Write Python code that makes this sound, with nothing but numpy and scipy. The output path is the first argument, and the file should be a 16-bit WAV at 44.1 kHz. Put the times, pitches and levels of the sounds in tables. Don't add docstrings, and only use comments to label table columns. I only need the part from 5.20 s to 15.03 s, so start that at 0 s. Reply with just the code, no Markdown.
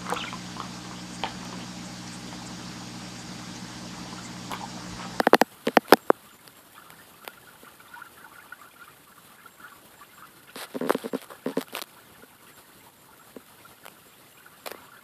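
import sys
import numpy as np
from scipy import signal
from scipy.fft import rfft, irfft
from scipy.io import wavfile
from scipy.ndimage import uniform_filter1d

SR = 44100
rng = np.random.default_rng(int(sys.argv[2]) if len(sys.argv) > 2 else 0)


def gain_from_db(level_db):
    decades = np.asarray(level_db, float) / 20
    return 10 ** decades


def store_pcm(level_fs):
    pcm = np.round(np.clip(level_fs, -1, 1) * 32767).astype(np.int16)
    wavfile.write(sys.argv[1], SR, np.atleast_2d(pcm).T)


N = 433503

# time in seconds, level of the blow in dB, level of its crack in dB.
SNAPS = [(0.0005, -5.5, -13), (0.0691, -2.5, -14), (0.1446, -2, -2.5), (0.214, -1.5, -5), (0.5697, 1.5, -6),
         (0.735, -2, -0.5)]
# time in seconds, level in dB, direction (+1 push, -1 pull), level of its crack in dB.
KNOCKS = [(0.1334, 2, 1, -27.5), (0.7246, 7, 1, -5.5), (0.9023, 1, 1, -25), (1.2776, -42.5, -1, -28.5),
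          (2.0776, -27.5, 1, -19), (5.695, -12, -1, -18), (5.7049, -4, -1, -21), (6.623, -26, 1, -18),
          (9.4615, -31.5, -1, -21.5), (9.4751, -30, 1, -40), (9.516, -25.5, 1, -22.5),
          (9.5463, -29.5, 1, -48)]
# start in seconds, length in seconds, starting level in dB, treble share in dB,
# swell from start to end in dB.
RUBS = [(0.432, 0.14, -47, -9, -1.5), (0.673, 0.058, -51.5, -14, 19.5), (5.351, .113, -37, -7, 2.5),
        (5.485, 0.13, -52.5, -9, 3), (5.656, 0.049, -36.5, -8, -11), (5.692, 0.055, -37.5, -3, 0),
        (5.738, 0.17, -46, -7.5, 2), (5.934, .07, -43.5, -12, 0.5), (5.991, 0.067, -51.5, -5, 7),
        (6.084, .05, -46.5, -2, -5), (6.262, 0.075, -43.5, -7, -8), (6.362, .07, -41.5, -8.5, -2),
        (6.524, 0.086, -41.5, -6, 5), (9.451, 0.054, -38.5, -11, -0.5), (9.499, 0.034, -42, -8, .3)]
# time in seconds, level in dB, pitch in Hz, length in ms.
BUBBLES = [(0.032, -41, 1450, 8), (0.648, -47.5, 1320, 10.6), (1.578, -39.5, 1254, 14),
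           (1.645, -48.5, 1237, 50), (1.786, -47.5, 1770, 25), (2.024, -46, 1250, 12),
           (2.172, -51, 1390, 13), (2.466, -44.5, 1120, 5.9), (2.655, -48.5, 1216, 9.8),
           (2.736, -42, 1444, 15), (2.757, -40.5, 935, 30), (2.817, -36.5, 1404, 5.6),
           (3.0, -48.5, 1550, 18), (3.042, -44.5, 1450, 10.2), (3.051, -50.5, 934, 17),
           (3.156, -48.5, 1430, 11), (3.18, -49, 1430, 18), (3.322, -35.5, 1433, 6.87),
           (3.414, -40, 1216, 8.8), (3.611, -46, 1400, 20), (3.677, -43, 1240, 13.5),
           (3.976, -46, 1120, 7.4), (4.182, -45.5, 1610, 12.6), (4.257, -43.5, 1327, 7),
           (4.426, -47, 1272, 35), (4.436, -45.5, 1433, 31), (4.518, -44, 1140, 14), (4.809, -42, 1133, 17),
           (4.824, -50, 1766, 10.1), (4.994, -50, 1570, 21), (5.022, -40, 1250, 17), (6.322, -44, 903, 20),
           (7.216, -49.5, 1037, 24), (7.285, -49.5, 1900, 10), (7.665, -44, 920, 11),
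           (7.886, -49.5, 896, 19), (7.994, -48, 1270, 15.5), (8.448, -47, 1344, 9.4),
           (9.162, -48.5, 1060, 10), (9.261, -44.5, 1440, 6.34), (9.556, -48, 2050, 14),
           (9.573, -47, 1230, 11), (9.618, -48.5, 970, 32), (9.767, -46, 1580, 5.7)]


def evened(x):
    return x / np.sqrt(np.mean(x ** 2) + 1e-20)


def read(points, hz):
    f, value = np.transpose(points)
    return np.interp(np.log(hz + 1), np.log(f + 1), value)


def add(mix, s, sound):
    at = round(s * SR)
    part = mix[max(at, 0):][:len(sound) + min(at, 0)]
    part += sound[max(-at, 0):][:len(part)]


def coloured(x, points):
    gain = gain_from_db(read(points, np.fft.rfftfreq(len(x), 1 / SR)))
    return irfft(rfft(x) * gain, len(x))


def over_time(points):
    return np.interp(np.arange(N) / SR, *np.transpose(points))


def causal(points):
    gain_db = np.maximum(read(points, np.fft.rfftfreq(4096, 1 / SR)), -70)
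    log_gain = np.log(gain_from_db(gain_db))
    mirrored = np.r_[log_gain, log_gain[-2:0:-1]]
    return np.exp(np.conj(signal.hilbert(mirrored)))[:len(log_gain)]


def bend(points, spread_ms, lag_ms, damped_ms, echo_ms, echo_db):
    khz = np.maximum(np.fft.rfftfreq(4096, 1 / SR), 100) / 1000
    turns = 2 * spread_ms * np.sqrt(khz) + (lag_ms + 2 - spread_ms / np.sqrt(3)) * khz
    wave = irfft(causal(points) * np.exp(-2j * np.pi * turns))
    ms = np.arange(len(wave)) / SR * 1000
    wave *= np.exp(-(ms / damped_ms) ** 4)
    echo = gain_from_db(echo_db) * np.exp(-2j * np.pi * echo_ms * khz) / (1 + (khz / 0.41) ** 4)
    wave = irfft(rfft(wave) * (1 + echo))[:2048]
    return wave / abs(wave).max()


def stroke(length, db, swell_db):
    edge_s = 0.024
    t = np.arange(0, length, 1 / SR)
    edges = np.clip(np.minimum(t, length - t) / edge_s, 0, 1)
    return gain_from_db(db + swell_db * t / length) * edges


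def slips():
    # first slip in seconds, level in dB, number of slips, change per slip in dB,
    # level of each crack in dB.
    creak_runs = [(0.4696, -11, 2, -5.5, -13), (0.695, -32.5, 1, 0, -45), (2.43, -36.5, 1, -7, -50),
                  (5.3574, -29, 1, 4.5, -24.5), (5.5428, -27, 3, 5, -30.5), (5.6094, -17, 6, -1.5, -35),
                  (5.7463, -13.5, 1, 0, -20.5), (5.8381, -27, 3, 3.5, -49), (5.932, -17, 1, 0, -40),
                  (5.947, -15, 1, 0, -29), (6.2599, -15, 5, -4, -31.5), (6.37, -12, 2, -7.5, -26.5),
                  (6.5312, -31.5, 1, 0, -34), (7.0317, -36, 1, -0.5, -49.5), (8.1624, -26.5, 1, -0.5, -41)]
    tighten_ms, loosen_ms = 8.3, 12.6
    uneven_ms, uneven_db = 0.8, 1.1
    out = []
    scatter = rng.standard_normal((len(creak_runs), 8, 2))
    for (s, db, count, step_db, crack_db), u in zip(creak_runs, scatter):
        gap_ms = tighten_ms if step_db > 0 else loosen_ms
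        for k in range(round(count)):
            late_ms = k * gap_ms + uneven_ms * u[k, 0] * (k > 0)
            slip_db = db + k * step_db + uneven_db * u[k, 1] * (k > 0)
            out.append((s + late_ms / 1000, slip_db, crack_db))
    return out


def case(slipped):
    # frequency in Hz, relative level in dB.
    snap_spectrum = [(80, -30.5), (150, -21.5), (200, -1.5), (250, 1), (310, -1.5), (380, -8), (480, 1.5),
                     (620, -4.5), (760, 2.5), (950, -7), (1150, -12.5), (1500, -10.5), (1850, -7.5),
                     (2400, -35), (3200, -21), (5000, -71.5)]
    knock_spectrum = [(80, -55), (150, -22), (250, -5.5), (380, 2), (520, 2), (660, -6.5), (800, -5.5),
                      (1100, -5), (1600, -13.5), (2400, -35), (3200, -45.5), (5000, -61.5)]
    creak_spectrum = [(80, -29.5), (140, -9.5), (190, -8.5), (240, 9.5), (300, -5.5), (350, -6.5), (420, 3),
                      (480, 1.5), (560, -4), (700, -11), (900, -11), (1200, -19), (1800, -43.5),
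                      (3000, -36.5), (5000, -72)]
    out = np.zeros(N)
    lead = 0.002
    snap = bend(snap_spectrum, spread_ms=2.848, lag_ms=0.0057, damped_ms=17.0, echo_ms=13.0, echo_db=-18.5)
    knock = bend(knock_spectrum, spread_ms=1.2, lag_ms=-0.41, damped_ms=11.0, echo_ms=5.1, echo_db=-28.5)
    creak = bend(creak_spectrum, spread_ms=0.59, lag_ms=2.9, damped_ms=22.0, echo_ms=11.0, echo_db=-7.5)
    creak = creak + gain_from_db(-9.5) * snap
    for s, db, _ in SNAPS:
        add(out, s - lead, gain_from_db(db) * snap)
    for s, db, sign, _ in KNOCKS:
        add(out, s - lead, np.sign(sign) * gain_from_db(db) * knock)
    for s, db, _ in slipped:
        add(out, s - lead, gain_from_db(db) * creak)
    drag_level = stroke(length=0.09, db=-39, swell_db=-8)
    n = len(drag_level)
    hits = rng.standard_normal(n) * (rng.random(n) < 700 / SR)
    drag = np.convolve(hits, knock - 0.62 * np.roll(knock, 8))[:n]
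    add(out, 6.083, drag_level * evened(drag))
    return out


def cracks(slipped):
    # time in seconds, level in dB.
    skin_ticks = [(0.6827, -29.5), (0.697, -31), (0.7066, -28), (0.7727, -30), (1.704, -29.5),
                  (2.0478, -27.5), (5.7006, -22), (5.7187, -32), (5.723, -21), (5.7265, -26), (5.7841, -29),
                  (5.8028, -45), (6.0171, -30.5), (6.0277, -32), (6.0443, -31.5), (6.4099, -23),
                  (6.4148, -20.5), (6.427, -24), (6.484, -33.5), (6.5267, -29.5), (6.5518, -15),
                  (6.5612, -28), (6.5667, -19), (6.5702, -18), (6.5773, -22), (6.5871, -25), (6.5923, -21),
                  (6.6173, -17.5), (6.6386, -33), (8.6544, -30), (8.6637, -25.5), (8.6824, -27),
                  (9.4636, -23), (9.4696, -30.5), (9.4737, -18.5), (9.4915, -34), (9.5106, -26.5)]
    snap_top_db, knock_top_db, slip_top_db = -13, -6.5, -27
    skin_top_db, dull_per_db = -3.5, -0.39
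    per_s, over_rub_db, spread_db = 50, 5.5, 1.5
    skin = list(skin_ticks)
    for (s, length, db, _, swell_db), draw in zip(RUBS, rng.random((len(RUBS), 20, 2))):
        for u, v in draw[:round(per_s * length)]:
            u = 0.15 + 0.7 * u
            skin.append((s + u * length, db + swell_db * u + over_rub_db + spread_db * (2 * v - 1)))
    rows = [(s, db, snap_top_db) for s, _, db in SNAPS]
    rows += [(s, db, knock_top_db) for s, _, _, db in KNOCKS]
    rows += [(s, db, slip_top_db) for s, _, db in slipped]
    rows += [(s, db, skin_top_db + dull_per_db * (db + 33)) for s, db in skin]
    return rows


def ring(modes, detune):
    t = np.arange(300) / SR
    out = np.zeros(300)
    for (hz, width, db), u in zip(modes, detune):
        out += gain_from_db(db) * np.sin(2 * np.pi * hz * (1 + 0.084 * u) * t) * np.exp(-np.pi * width * t)
    return out


def ticks(slipped):
    # frequency in Hz, width in Hz, relative level in dB.
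    low_modes = [(1255, 2500, 2.5), (3170, 4300, -1), (4815, 3600, -26)]
    top_modes = [(9500, 3100, -2), (11500, 2500, 0), (13500, 2000, -17.5)]
    crest = 4
    out = np.zeros(N)
    rows = cracks(slipped)
    for (s, db, top_db), draw in zip(rows, rng.standard_normal((len(rows), 140))):
        crackle = np.sign(draw[:120]) * np.exp(-np.arange(120) / 45)
        low = np.convolve(crackle, ring(low_modes, draw[120:]))
        top = np.convolve(crackle, ring(top_modes, draw[130:]))
        add(out, s - 0.0004, gain_from_db(db) * (evened(low) + gain_from_db(top_db) * evened(top)) / crest)
    return out


def spray():
    # time in seconds, level of the 8-14 kHz band in dB.
    spray_level = [(0.0, -51.5), (0.3, -56.5), (3.94, -59), (5.45, -58), (9.83, -59)]
    # frequency in Hz, relative level in dB.
    hiss_spectrum = [(15, -30.5), (25, -10.5), (48, -10), (118, -0.5), (191, 0.5), (790, -5.5),
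                     (1240, -4.5), (2370, -14.5), (2780, -11.5), (4260, -13), (6040, -21), (7480, -16),
                     (12100, -12), (14400, -15), (15000, -20.5)]
    frames, bins = N // 128 + 5, 257
    a, b, patches = rng.standard_normal((frames, bins, 3)).T
    patches = evened(uniform_filter1d(uniform_filter1d(patches, 8, 0), 14, 1))
    flicker = evened(uniform_filter1d(rng.standard_normal(frames), 12))
    grid = (a + 1j * b) * gain_from_db(1.3 * patches + 1.6 * flicker)
    sheet = signal.istft(grid, nperseg=512, noverlap=384)[1][:N]
    landing = gain_from_db(5 * np.minimum(rng.exponential(1, N), 4)) * (rng.random(N) < 700 / SR)
    drops = rng.standard_normal(N) * signal.lfilter([1], [1, -np.exp(-1 / 110.0)], landing)
    drops = coloured(drops, [(700, -28.5), (2000, -3.5), (4500, -7.5), (12000, -5.5)])
    hiss = coloured(evened(sheet) + gain_from_db(-6.0) * evened(drops), hiss_spectrum)
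    top = coloured(hiss, [(7900, -60), (8000, 0), (14000, 0), (14100, -60)])
    return gain_from_db(over_time(spray_level)) * hiss / np.std(top)


def bubble(hz, length_ms, rise, wobble):
    u = np.arange(round(3 * length_ms * SR / 1000)) / SR / length_ms * 1000
    shape = (1 - np.exp(-u / 0.2)) * np.exp(-1.1 * u ** 1.3)
    depth = wobble * np.minimum(length_ms / 39.0, 1)
    flutter = 1 + depth * np.sin(2 * np.pi * u * length_ms / 9.3)
    pitch = hz * (1 + rise * (u - 0.4) * u)
    return shape / shape.max() * flutter * np.sin(2 * np.pi * np.cumsum(pitch) / SR)


def blips():
    # time in seconds, middle level of the lesser gurgles in dB.
    blip_level = [(0.0, -53), (1.4, -53.5), (1.9, -51), (5.2, -52.5), (6.8, -55), (9.0, -54.5), (9.83, -51)]
    per_s, swarm_s = 28, 0.09
    low_hz, high_hz, short_ms, long_ms = 876, 2250, 4.5, 18.0
    spread_db = 6.5
    u = rng.random((round(per_s * N / SR), 5))
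    s = u[:, 0] * N / SR
    chosen = (u[::2, 0] * len(BUBBLES)).astype(int)
    s[::2] = abs(np.transpose(BUBBLES)[0][chosen] + swarm_s * (2 * u[::2, 4] - 1))
    db = np.interp(s, *np.transpose(blip_level)) + spread_db * (u[:, 1] - 0.5)
    hz = low_hz * (high_hz / low_hz) ** u[:, 2]
    length_ms = short_ms * (long_ms / short_ms) ** u[:, 3]
    return list(zip(s, db, hz, length_ms))


def pond():
    # time in seconds, level in dB.
    crowd_level = [(0.0, -52), (0.27, -63), (5.15, -64), (5.61, -54.5), (7.77, -67), (9.83, -59.5)]
    # pitch in Hz, relative level in dB.
    crowd_sizes = [(750, -8.5), (1300, 0.5), (2000, -1), (3200, -3), (5000, -8.5)]
    clear = np.zeros(N)
    rows = list(BUBBLES) + blips()
    for (s, db, hz, length_ms), u in zip(rows, rng.random((len(rows), 4))):
        add(clear, s, gain_from_db(db) * bubble(hz, length_ms, 0.13 * u[0], 0.5))
        small = bubble(hz * (0.74 + 0.6 * u[2]), 5.1, 0.3 * u[3], 0)
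        add(clear, s + u[1] * length_ms / 1000, gain_from_db(db - 6.5) * small)
    bunches = gain_from_db(1.7 * evened(uniform_filter1d(rng.standard_normal(N), 2500)))
    bunches *= 1 + 0.85 * evened(uniform_filter1d(abs(clear), 2200))
    strength = gain_from_db(4.5 * np.minimum(rng.exponential(1, N), 4)) * (rng.random(N) < 300 * bunches / SR)
    kind = rng.integers(0, 40, N)
    crowd = np.zeros(N)
    for k, hz in enumerate(np.geomspace(750, 5000, 40)):
        length_ms = rng.uniform(2.7, 23.0) * 1000 / hz
        one = bubble(hz, length_ms, rng.uniform(0, 0.56), 0)
        crowd += signal.oaconvolve(strength * (kind == k), one)[:N] * gain_from_db(read(crowd_sizes, hz))
    water = clear + gain_from_db(over_time(crowd_level)) * evened(crowd)
    i = np.arange(4000)
    tail = evened(rng.standard_normal(4000) * gain_from_db(-60 * i / SR / 0.06))
    return water + signal.oaconvolve(water, tail / np.sqrt(4000))[:N]


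def birds():
    # start in seconds, level in dB, pitch in Hz.
    cheep_rows = [(0.199, -56, 7900), (0.803, -55, 7540), (1.107, -57.5, 7150), (1.35, -60.5, 7490),
                  (1.744, -69, 7410), (3.39, -63, 7410), (3.891, -67.5, 7580), (4.3, -60, 7540),
                  (4.505, -63, 7300), (4.76, -59.5, 7300), (4.937, -58.5, 7380), (5.889, -58, 7440),
                  (7.327, -58, 7380), (7.58, -65.5, 7460), (7.77, -62, 7320), (7.987, -59.5, 7550),
                  (8.866, -62, 7380), (9.125, -61, 7580), (9.387, -62, 7410), (9.625, -63, 7240)]
    cheep_s = 0.049
    out = np.zeros(N)
    waver = evened(uniform_filter1d(rng.standard_normal(N), 200))
    for s, db, pitch_hz in cheep_rows:
        at = slice(round(s * SR), round((s + cheep_s) * SR))
        hz = pitch_hz * (1 + 0.0048 * waver[at])
        out[at] += gain_from_db(db) * np.sin(2 * np.pi * np.cumsum(hz) / SR) * signal.windows.tukey(len(hz), 0.45)
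    for delay_s, db in [(0.035, -6), (0.07, -13)]:
        out = out + gain_from_db(db) * np.roll(out, round(delay_s * SR))
    top_s, half_s, top_hz, top_db = 9.185, 0.14, 13500, -62
    sag_hz, fade_db = 2600.0, -15
    u = np.arange(-half_s, half_s, 1 / SR) / half_s
    glide = top_hz - sag_hz * u ** 2
    arch = gain_from_db(top_db + fade_db * u ** 4) * np.sin(2 * np.pi * np.cumsum(glide) / SR)
    add(out, top_s - half_s, arch)
    return out


def rubs():
    # frequency in Hz, relative level in dB.
    rub_spectrum = [(180, -32.5), (300, -4), (1530, -9), (2590, -13.5), (4020, -11.5), (6000, -23),
                    (7800, -35.5), (13200, -120)]
    grains = np.repeat(rng.exponential(1, N // 40 + 1), 40)[:N].clip(0, 4)
    grit = rng.standard_normal(N) * gain_from_db(1.2 * grains)
    body = evened(coloured(grit, rub_spectrum))
    top = evened(coloured(grit, [(6200, -32), (8000, -6.5), (12000, -6.0), (14500, -23), (15000, -43.5)]))
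    out = np.zeros(N)
    for s, length, db, top_db, swell_db in RUBS:
        shape = stroke(length, db, swell_db)
        at = slice(round(s * SR), round(s * SR) + len(shape))
        out[at] += shape * (body[at] + gain_from_db(top_db) * top[at])
    return out


def scene():
    # frequency in Hz, gain in dB.
    bass_cut = [(30, -40), (90, -13), (150, -0.5)]
    case_gain = [(100, -28.5), (500, -1.5), (1000, -3), (5300, -1.5), (6500, -5.5), (7800, -2), (14500, -2),
                 (15500, -27.5)]
    slipped = slips()
    blows = coloured(case(slipped), bass_cut)
    skin = ticks(slipped) + rubs()
    through_case = signal.oaconvolve(skin, irfft(causal(case_gain))[:1024])[:N]
    return (blows + through_case + pond() + spray() + birds())[None]


def top_cut(x):
    return signal.sosfilt(signal.butter(12, 15890, fs=SR, output="sos"), x)


def record(dry):
    low_edge = signal.butter(2, 40, "high", fs=SR, output="sos")
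    overloaded = np.clip(dry, -1, 1)
    mix = signal.sosfilt(low_edge, overloaded)[0]
    mix = coloured(mix, [(14550, -1), (14850, -25.5), (16000, -44)])
    return top_cut(mix[None])


dry = scene()
out = record(dry)
store_pcm(out)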